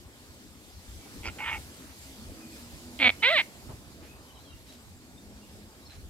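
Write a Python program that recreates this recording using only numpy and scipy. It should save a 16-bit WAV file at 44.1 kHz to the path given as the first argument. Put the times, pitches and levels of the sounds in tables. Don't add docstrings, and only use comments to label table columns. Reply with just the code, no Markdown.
import sys
import numpy as np
from scipy import signal
from scipy.fft import rfft, irfft, next_fast_len
from scipy.io import wavfile
from scipy.ndimage import uniform_filter1d, map_coordinates

SR = 44100
rng = np.random.default_rng(int(sys.argv[2]) if len(sys.argv) > 2 else 0)


def unload_wav(signal):
    wavfile.write(
        sys.argv[1],
        SR,
        np.round(np.clip(np.atleast_2d(signal).T, -1, 1) * 32767).astype(np.int16),
    )


def attenuation_scalar(level_db):
    decades = np.asarray(level_db, float) / 20
    return 10 ** decades


N = 268701
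TIME = np.arange(N) / SR

# frequency in Hz, density in dB per Hz.
RUMBLE_SPECTRUM = [(12, -47.5), (20, -17), (35, -8.5), (65, 1), (85, 1), (156, -15), (200, -11.5),
                   (260, -36), (440, -120)]
# frequency in Hz, density in dB per Hz.
TRAFFIC_SPECTRUM = [(71, -35), (120, -4.5), (157, -8), (260, -3), (412, -9.5), (456, -11), (849, -15),
                    (1140, -17.5), (2500, -24.5), (3250, -57), (5500, -120)]
# frequency in Hz, density in dB per Hz.
LEAF_SPECTRUM = [(710, -34.5), (1200, -10), (1630, -6.5), (2420, -3), (3160, -2.5), (4940, -1), (5800, -4),
                 (7810, -2.5), (8970, -6.5), (12300, -7), (15300, -13)]
# frequency in Hz, left-right likeness 0-1.
COHERENCE = [(40, 0.5), (120, 0.76), (300, 0.97), (1000, 0.86), (3000, 0.188), (8000, 0.036)]
# time in seconds, rise in dB.
RUMBLE_SWELLS = [(0, 5), (.54, -0.5), (.85, 7), (1.27, 8), (1.58, 6), (2.3, 8), (2.7, 6), (2.95, 6.5),
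                 (3.66, 4.5), (4.06, 2.5), (4.46, 4.5), (4.95, 3.5), (5.3, 6), (5.55, 2), (6.03, 12.5)]
# time in seconds, level in dB, left-right difference in dB.
TRAFFIC_PASSING = [(0, -61.5, 1.5), (.75, -63.5, 2.5), (1.4, -56, 1), (2.0, -61.5, 2), (2.4, -58.5, 0),
                   (3.2, -59, -3.5), (3.8, -59.5, -1), (4.9, -62.5, 0.5), (6.09, -62.5, 0)]
# time in seconds, strength in dB.
BREEZE_STRENGTH = [(0.0, -63), (0.29, -61.5), (0.54, -60.5), (0.95, -58.5), (1.08, -57.5), (1.61, -55),
                   (1.95, -57.5), (3.26, -56), (3.49, -58), (4.34, -62.5), (6.09, -62.5)]
# centre in seconds, length in seconds, start in Hz, end in Hz, level in dB.
FAR_CHIRPS = [(1.048, 0.076, 2350, 2250, -69.5), (2.432, 0.035, 2490, 2450, -62),
              (2.536, 0.037, 2500, 2446, -61), (3.22, 0.049, 3000, 3000, -58),
              (4.111, .12, 2390, 2700, -67.5), (4.303, .067, 3150, 3060, -65), (4.37, .04, 3180, 3000, -61),
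              (4.384, 0.1, 3890, 4000, -66), (4.46, 0.067, 4200, 4120, -67),
              (4.497, .069, 3300, 3060, -62.5), (4.508, 0.056, 4000, 3780, -66),
              (4.542, 0.084, 2800, 2800, -66.5), (4.696, 0.029, 3900, 3970, -58),
              (5.18, .03, 3620, 3630, -68.5), (5.43, .03, 2800, 2800, -65), (5.829, .04, 3950, 3880, -67),
              (5.861, 0.033, 5300, 5500, -59), (5.869, 0.02, 4350, 4200, -52),
              (5.913, .03, 4150, 4050, -54), (6.008, .04, 4170, 4250, -66)]
# start in seconds, end in seconds, start in Hz, end in Hz, level in dB.
MOTOR_LINES = [
    (2.03, 2.203, 268, 260, -58),
    (2.156, 2.272, 210, 228, -50.5),
    (2.257, 2.75, 230, 237, -55.5),
    (2.79, 3.028, 242, 246.5, -50.5),
    (2.323, 2.574, 319, 324.4, -55),
    (2.717, 2.974, 332, 341, -57),
    (4.655, 4.837, 271.6, 226, -54.5),
    (4.925, 5.47, 252, 258.8, -60.5),
    (5.123, 5.71, 206.5, 208.8, -57),
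]
# centre in seconds, length in seconds, resonance in Hz, width in Hz,
# level in dB.
BRUSH_STROKES = [
    (1.07, 0.035, 540, 1000, -55.5),
    (1.274, 0.065, 304, 260, -47.5),
    (1.86, 0.14, 1450, 1500, -60),
    (3.709, 0.047, 600, 700, -48),
    (4.053, 0.074, 2060, 2100, -57),
    (4.712, 0.11, 3500, 6600, -57.5),
    (5.933, 0.088, 2150, 4320, -56),
]
# start in seconds, peak in dB, frequency in Hz, left-right difference in dB.
RAIL_KNOCKS = [
    (0.297, -46, 67.4, -8),
    (0.881, -39, 57, 3),
    (1.169, -43, 55.7, 3),
    (1.207, -34.5, 61.9, 2),
    (1.27, -36, 52, -2),
    (2.279, -38, 67.3, 0),
    (3.693, -34, 136, 1),
    (3.734, -34.5, 80, 1.5),
    (6.03, -38, 70, 0),
]

# time in seconds, peak in dB.
CROAK_SNAPS = [
    (1.233, -39),
    (1.2415, -32),
    (1.2485, -32),
    (1.2555, -26),
    (1.2645, -25.5),
    (1.268, -30),
    (1.2745, -26),
    (1.283, -25),
    (1.2905, -30.5),
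    (1.2985, -34),
]
# time in seconds, peak in dB.
CREAK_SNAPS = [(2.9905, -30), (2.9997, -18), (3.0086, -17), (3.0177, -12), (3.0272, -8.5), (3.0424, -11),
               (3.0454, -9), (3.0574, -7), (3.0654, -8.5), (3.0726, -7), (3.0924, -8.5), (3.1015, -12)]
# time in seconds, level in dB, beak opening 0-1.
RASP_COURSE = [
    (1.383, -46, 1),
    (1.41, -37, 0.23),
    (1.445, -35, 0.64),
    (1.475, -32, 0.87),
    (1.52, -34, 0.55),
    (1.55, -35.5, 0.52),
    (1.582, -48, 0.5),
]
# time in seconds, pitch in Hz, level in dB, beak opening 0-1.
ARCH_COURSE = [
    (3.22, 434, -23, 0.4),
    (3.245, 462, -19, 1),
    (3.289, 544, -20.5, 0.38),
    (3.307, 623, -26, 0.87),
    (3.33, 690.6, -25.5, 0.1),
    (3.371, 561, -21, 0.65),
    (3.39, 425.4, -20, 1),
    (3.403, 319, -22.5, 1),
    (3.421, 288, -31, 1),
]
# frequency in Hz, width in Hz, gain in dB.
CROAK_MODES = [(450, 87, -16), (890, 110, -2.5), (1396, 44, -1), (2230, 360, 0.5), (2700, 490, -3),
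               (3300, 260, -7)]
# frequency in Hz, width in Hz, gain in dB.
CREAK_MODES = [(664, 260, -11), (1330, 230, -14.5), (2250, 170, 3.5), (3500, 370, -8), (4250, 370, -13)]
# frequency in Hz, width in Hz, gain in dB.
RASP_SHUT_MODES = [(900, 490, -10.5), (1530, 170, -9), (2205, 38, 8.5), (2800, 330, -9)]
# frequency in Hz, width in Hz, gain in dB.
RASP_OPEN_MODES = [(1340, 370, -11), (1890, 130, -3.5), (2380, 150, -6), (2800, 150, -5.5),
                   (3020, 630, -10.5)]
# frequency in Hz, width in Hz, gain in dB.
ARCH_SHUT_MODES = [(1190, 860, -9), (1926, 204, 5), (2700, 1600, -10.5), (3890, 640, -6)]
# frequency in Hz, width in Hz, gain in dB.
ARCH_OPEN_MODES = [(815, 350, -11), (1570, 150, -8.5), (2140, 243, 3), (3300, 1500, -9.5),
                   (4200, 320, -10.5)]
# frequency in Hz, left-right difference in dB.
BIRD_PAN = [(300, -0.5), (700, -2), (1280, 0), (2360, -4.5), (4360, -2)]
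# frequency in Hz, lead of the left port in seconds.
BIRD_LEAD = [(600, 0.00011), (1400, 0.00009), (2300, 0.000066), (4400, 0.000063)]
# frequency in Hz, time to fall 60 dB in seconds.
WALL_DECAY = [(200, 0.2), (2000, 0.19), (6000, 0.034)]


def unit(x):
    return x / np.sqrt(np.mean(x ** 2) + 1e-20)


def along(points, hz):
    f, v = np.transpose(points)
    return np.interp(np.log(hz + 1), np.log(f + 1), v)


def curves(rows):
    s, *columns = np.transpose(rows)
    gate = uniform_filter1d(1. * (TIME > s[0]) * (TIME < s[-1]), size=200)
    return [np.interp(TIME, s, column) for column in columns], gate


def wobble(rate):
    knots = rng.standard_normal(int(N * rate / SR) + 4)
    return map_coordinates(knots, [TIME * rate])


def ramp(start, end, attack, release):
    rise = np.minimum((TIME - start) / attack, (end - TIME) / release)
    return np.sin(np.pi / 2 * np.clip(rise, 0, 1)) ** 2


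def filtered(x, response):
    m = next_fast_len(N + SR // 2)
    return irfft(rfft(x, m) * response(np.fft.rfftfreq(m, 1 / SR)), m)[..., :N]


def tone(hz):
    return np.sqrt(2) * np.sin(2 * np.pi * np.cumsum(hz) / SR)


def rush(spectrum, patchy_db, lead_s):
    z = signal.stft(rng.standard_normal((2, N)), nperseg=512)[2]
    patches = uniform_filter1d(rng.standard_normal(z.shape[1:]), size=6, axis=0)
    patches = uniform_filter1d(patches, size=10, axis=1)
    pair = signal.istft(z * attenuation_scalar(patchy_db * unit(patches)), nperseg=512)[1][:, :N]

    def mid_side(hz):
        angle = np.arccos(np.clip(along(COHERENCE, hz), -1, 1)) / 2
        return attenuation_scalar(along(spectrum, hz)) * [np.cos(angle), np.sin(angle)]

    mid, side = filtered(pair, mid_side)
    stereo = np.array([mid + side, mid - side])
    return unit(filtered(stereo, lambda hz: np.exp(1j * np.pi * lead_s * np.array([hz, -hz]))))


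def yard():
    (traffic_db, pan_db), _ = curves(TRAFFIC_PASSING)
    (leaves_db,), _ = curves(BREEZE_STRENGTH)
    swell_s = 0.098
    rumble_db = -59.5 + sum(db * np.exp(-((TIME - s) / swell_s) ** 2) for s, db in RUMBLE_SWELLS)
    gust = np.tanh(wobble(7.7))
    rumble_gain = attenuation_scalar(rumble_db + 4.0 + 1.94 * wobble(13))
    rumble = rumble_gain * rush(RUMBLE_SPECTRUM, patchy_db=2, lead_s=0.00019)
    traffic_gain = attenuation_scalar(traffic_db + 7.5 + 0.546 * wobble(10.0) + 0.1 * gust)
    traffic = traffic_gain * rush(TRAFFIC_SPECTRUM, patchy_db=2.04, lead_s=0.00018)
    flutter_db = 0.6 * gust + 0.8 * wobble(14)
    leaves = attenuation_scalar(leaves_db + 5.0 + flutter_db) * rush(LEAF_SPECTRUM, patchy_db=1.56, lead_s=0.0002)
    pan = attenuation_scalar(np.clip([pan_db, -pan_db], -5, 5) / 2)
    return (rumble + traffic) * pan + leaves * attenuation_scalar([[-0.4], [0.4]])


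def drone():
    out, fade_s = np.zeros(N), 0.046
    for start, end, start_hz, end_hz, db in MOTOR_LINES:
        gain = ramp(start, end, fade_s, fade_s) * attenuation_scalar(db + 1.2 * wobble(12))
        hz = np.interp(TIME, [start, end], [start_hz, end_hz])
        out += gain * tone(hz * (1 + 0.0057 * wobble(25.48)))
    return out


def small_birds():
    song = np.zeros(N)
    for s, length, start_hz, end_hz, db in FAR_CHIRPS:
        hz = np.interp(TIME, [s - length / 2, s + length / 2], [start_hz, end_hz])
        hz = hz * (1 + 0.02 * wobble(200))
        song += attenuation_scalar(db + 4.2 * wobble(120)) * np.exp(-(2 * (TIME - s) / length) ** 2) * tone(hz)
    t60_s = 0.25
    echo = rng.standard_normal((2, SR // 4)) * attenuation_scalar(-60 * np.arange(SR // 4) / SR / t60_s)
    echo = echo / np.linalg.norm(echo[0])
    smeared = signal.fftconvolve(song[None], echo, axes=1)[:, :N]
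    return song * attenuation_scalar([[1.5], [-1.5]]) + attenuation_scalar(-2.5) * smeared


def brushes():
    out = np.zeros((2, N))
    for s, length, hz, width, db in BRUSH_STROKES:
        grain = rng.standard_normal((2, N)) * attenuation_scalar(1.9 * wobble(280))
        grain[1] = 0.48 * grain[0] + 1.12 * grain[1]
        band = unit(filtered(grain, lambda f: (1j * f * width / (hz * hz - f * f + 1j * f * width)) ** 2))
        out += attenuation_scalar(db) * band * np.exp(-(2 * (TIME - s) / length) ** 4)
    return out


def knocks():
    out = np.zeros((2, N))
    for s, db, hz, pan_db in RAIL_KNOCKS:
        turns = np.clip(TIME - s, 0, None) * hz
        push = np.sin(2 * np.pi * turns) * turns * np.exp(-2.2 * turns)
        out += attenuation_scalar(db + 14 + np.array([[pan_db], [-pan_db]]) / 2) * push
    return out


def pulses(times, sizes):
    at = times[:, None] * SR
    index = at.astype(int) + np.arange(-8, 9)
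    shape = np.sinc(index - at) * np.cos(np.pi * (index - at) / 18) ** 2
    return np.bincount(index.ravel(), (sizes[:, None] * shape).ravel(), N)[:N]


def throat(x, modes, low_hz, top_hz):
    top_cut = signal.butter(10, top_hz, fs=SR, output="sos")
    bass_cut = signal.butter(2, low_hz, "high", fs=SR, output="sos")

    def resonances(f):
        total = 0
        for k, (hz, width, db) in enumerate(modes):
            total = total + (-1) ** k * attenuation_scalar(db) * 1j * f * width / (hz * hz - f * f + 1j * f * width)
        return total

    return signal.sosfilt(np.vstack([top_cut, bass_cut]), filtered(x, resonances))


def beak(x, shut, wide, opening, low_hz, top_hz):
    share = np.clip(opening, 0, 1)
    return (1 - share) * throat(x, shut, low_hz, top_hz) + share * throat(x, wide, low_hz, top_hz)


def voiced(hz, rough, gate, jitter, scatter_db):
    cycles = np.cumsum(hz * gate) / SR
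    at = np.interp(np.arange(1, int(cycles[-1])), cycles, TIME)
    k = (at * SR).astype(int)
    chance = rng.standard_normal((len(at), 2))
    times = at + jitter * rough[k] * chance[:, 0] / hz[k]
    sizes = attenuation_scalar(scatter_db * rough[k] * chance[:, 1]) * np.sqrt(SR / hz[k])
    air = rng.standard_normal(N) * np.exp(-3 * (cycles % 1)) * gate
    return pulses(times, sizes) + 1.5 * rough * air


def level(x, gate):
    slow = uniform_filter1d(uniform_filter1d(x ** 2, size=500), size=500)
    return gate * x / np.sqrt(np.abs(slow) + 0.0096 * slow.max())


def creak(snaps, pitch_hz, fade_db, air, modes, gain_db, top_hz):
    s, db = np.transpose(snaps)
    step = np.arange(8)
    unevenness = 1 + 0.015 * rng.standard_normal((len(s), 8))
    at = s[:, None] + step / pitch_hz(s)[:, None] * unevenness
    next_snap = np.append(s[1:], s[-1] + 0.005)[:, None]
    alive = (step == 0) | (at < next_snap - 0.002)
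    loss_db = np.cumsum(fade_db(at) * (step > 0), axis=1)
    scatter_db = 0.7 * rng.standard_normal(at.shape) * (step > 0)
    size = attenuation_scalar(db[:, None] + gain_db - loss_db + scatter_db)
    train = pulses(at[alive], size[alive])
    puff = np.convolve(train, attenuation_scalar(-60 * np.arange(500) / SR / 0.012))[:N] * rng.standard_normal(N)
    return throat(train + air * puff, modes, low_hz=353, top_hz=top_hz)


def croak():
    hiss = throat(rng.standard_normal(N), [(4850, 760, 0)], low_hz=3000, top_hz=6940)
    hiss = hiss * np.exp(-((TIME - 1.27) / 0.02) ** 2)
    snaps = creak(CROAK_SNAPS, lambda s: 260 + 0 * s, lambda s: 10 + 0 * s, air=0.16,
                  modes=CROAK_MODES, gain_db=26, top_hz=3600)
    return snaps + attenuation_scalar(-31.5) * hiss


def rasp():
    (db, opening), gate = curves(RASP_COURSE)
    effort_db = db + 35
    hz = 888 + 8 * effort_db
    chaos = voiced(hz / 2, 0.9 + 0 * hz, gate, jitter=0.3, scatter_db=3.5)
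    whistle_db = -39.5 + effort_db / 2 - 9 * opening + 3 * wobble(110)
    whistle = attenuation_scalar(whistle_db) * tone(hz * (1 + 0.05 * wobble(250) + 0.025 * wobble(40)))
    shaped = beak(chaos, RASP_SHUT_MODES, RASP_OPEN_MODES, opening, low_hz=600, top_hz=3650)
    uneven_db = 0.6 * wobble(60) + 1.5 * wobble(180)
    return attenuation_scalar(db + uneven_db) * level(shaped, gate) + gate * whistle


def creaky_call():
    start, end = CREAK_SNAPS[0][0], CREAK_SNAPS[-1][0]
    start_hz, rest_hz, sag_s = 345, 243, 0.024
    full_s, tired_s = 3.044, 3.083

    def pitch(s):
        return rest_hz + (start_hz - rest_hz) * np.exp(-np.clip(s - start, 0, None) / sag_s)

    def fade(s):
        return np.select([s > tired_s, s > full_s], [12, 1.8], 3)

    flutter = creak(CREAK_SNAPS, pitch, fade, air=0.035, modes=CREAK_MODES, gain_db=28.0, top_hz=4350)
    low = attenuation_scalar(-38.5 + 2.1 * wobble(110)) * tone(pitch(TIME) * (1 + 0.03 * wobble(120)))
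    parting_s = 0.0012
    tick = throat(rng.standard_normal(N), [(3100, 900, 0)], low_hz=1500, top_hz=4600)
    tick = tick * np.exp(-((TIME - start - parting_s) / parting_s) ** 2)
    return flutter + attenuation_scalar(-20) * tick + ramp(start, end, 0.012, 0.012) * low


def arched_call():
    (hz, db, opening), gate = curves(ARCH_COURSE)
    start, end = ARCH_COURSE[0][0], ARCH_COURSE[-1][0]
    full_hz, top_s = 632, 3.305
    low_db = db - 1 + 46 * np.minimum(np.log2(hz / full_hz), 0)
    low_db = low_db - 120 * np.clip(TIME - top_s, 0, None)
    onset_rough = 0.55 * np.exp(-np.abs(TIME - start) / 0.014)
    break_rough = 0.32 * np.exp(-((TIME - 3.308) / 0.018) ** 2)
    rough = 0.12 + onset_rough + break_rough
    hz = hz * (1 + 0.0035 * wobble(70))
    stream = voiced(hz, rough, gate, jitter=0.1, scatter_db=5)
    shaped = beak(stream, ARCH_SHUT_MODES, ARCH_OPEN_MODES, opening, low_hz=646, top_hz=4820)
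    low = attenuation_scalar(low_db) * (tone(hz) + attenuation_scalar(-5) * tone(2 * hz))
    return ramp(start, end, attack=0.015, release=0.0077) * (attenuation_scalar(db) * level(shaped, gate) + low)


def placed(x, wet_db):
    def half_difference(hz):
        return along(BIRD_PAN, hz) * np.log(10) / 40 + 1j * np.pi * along(BIRD_LEAD, hz) * hz

    direct = filtered(x, lambda hz: np.exp([half_difference(hz), -half_difference(hz)]))
    hz, t, z = signal.stft(rng.standard_normal((2, SR // 4)), SR, nperseg=256)
    tail = signal.istft(z * attenuation_scalar(-60 * t / along(WALL_DECAY, hz)[:, None]), SR, nperseg=256)[1]
    tail = tail / np.linalg.norm(tail[0])
    delayed = np.pad(x, (150, 0))[None]
    return direct + attenuation_scalar(wet_db) * signal.fftconvolve(delayed, tail, axes=1)[:, :N]


def scene():
    bird = croak() + rasp() + creaky_call() + arched_call()
    return placed(bird, wet_db=-23) + yard() + brushes() + drone() + knocks() + small_birds()


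def low_pass(x):
    return signal.sosfilt(signal.butter(12, 15420, fs=SR, output="sos"), x)


def record(dry):
    return low_pass(dry)


dry = scene()
out = record(dry)
unload_wav(out)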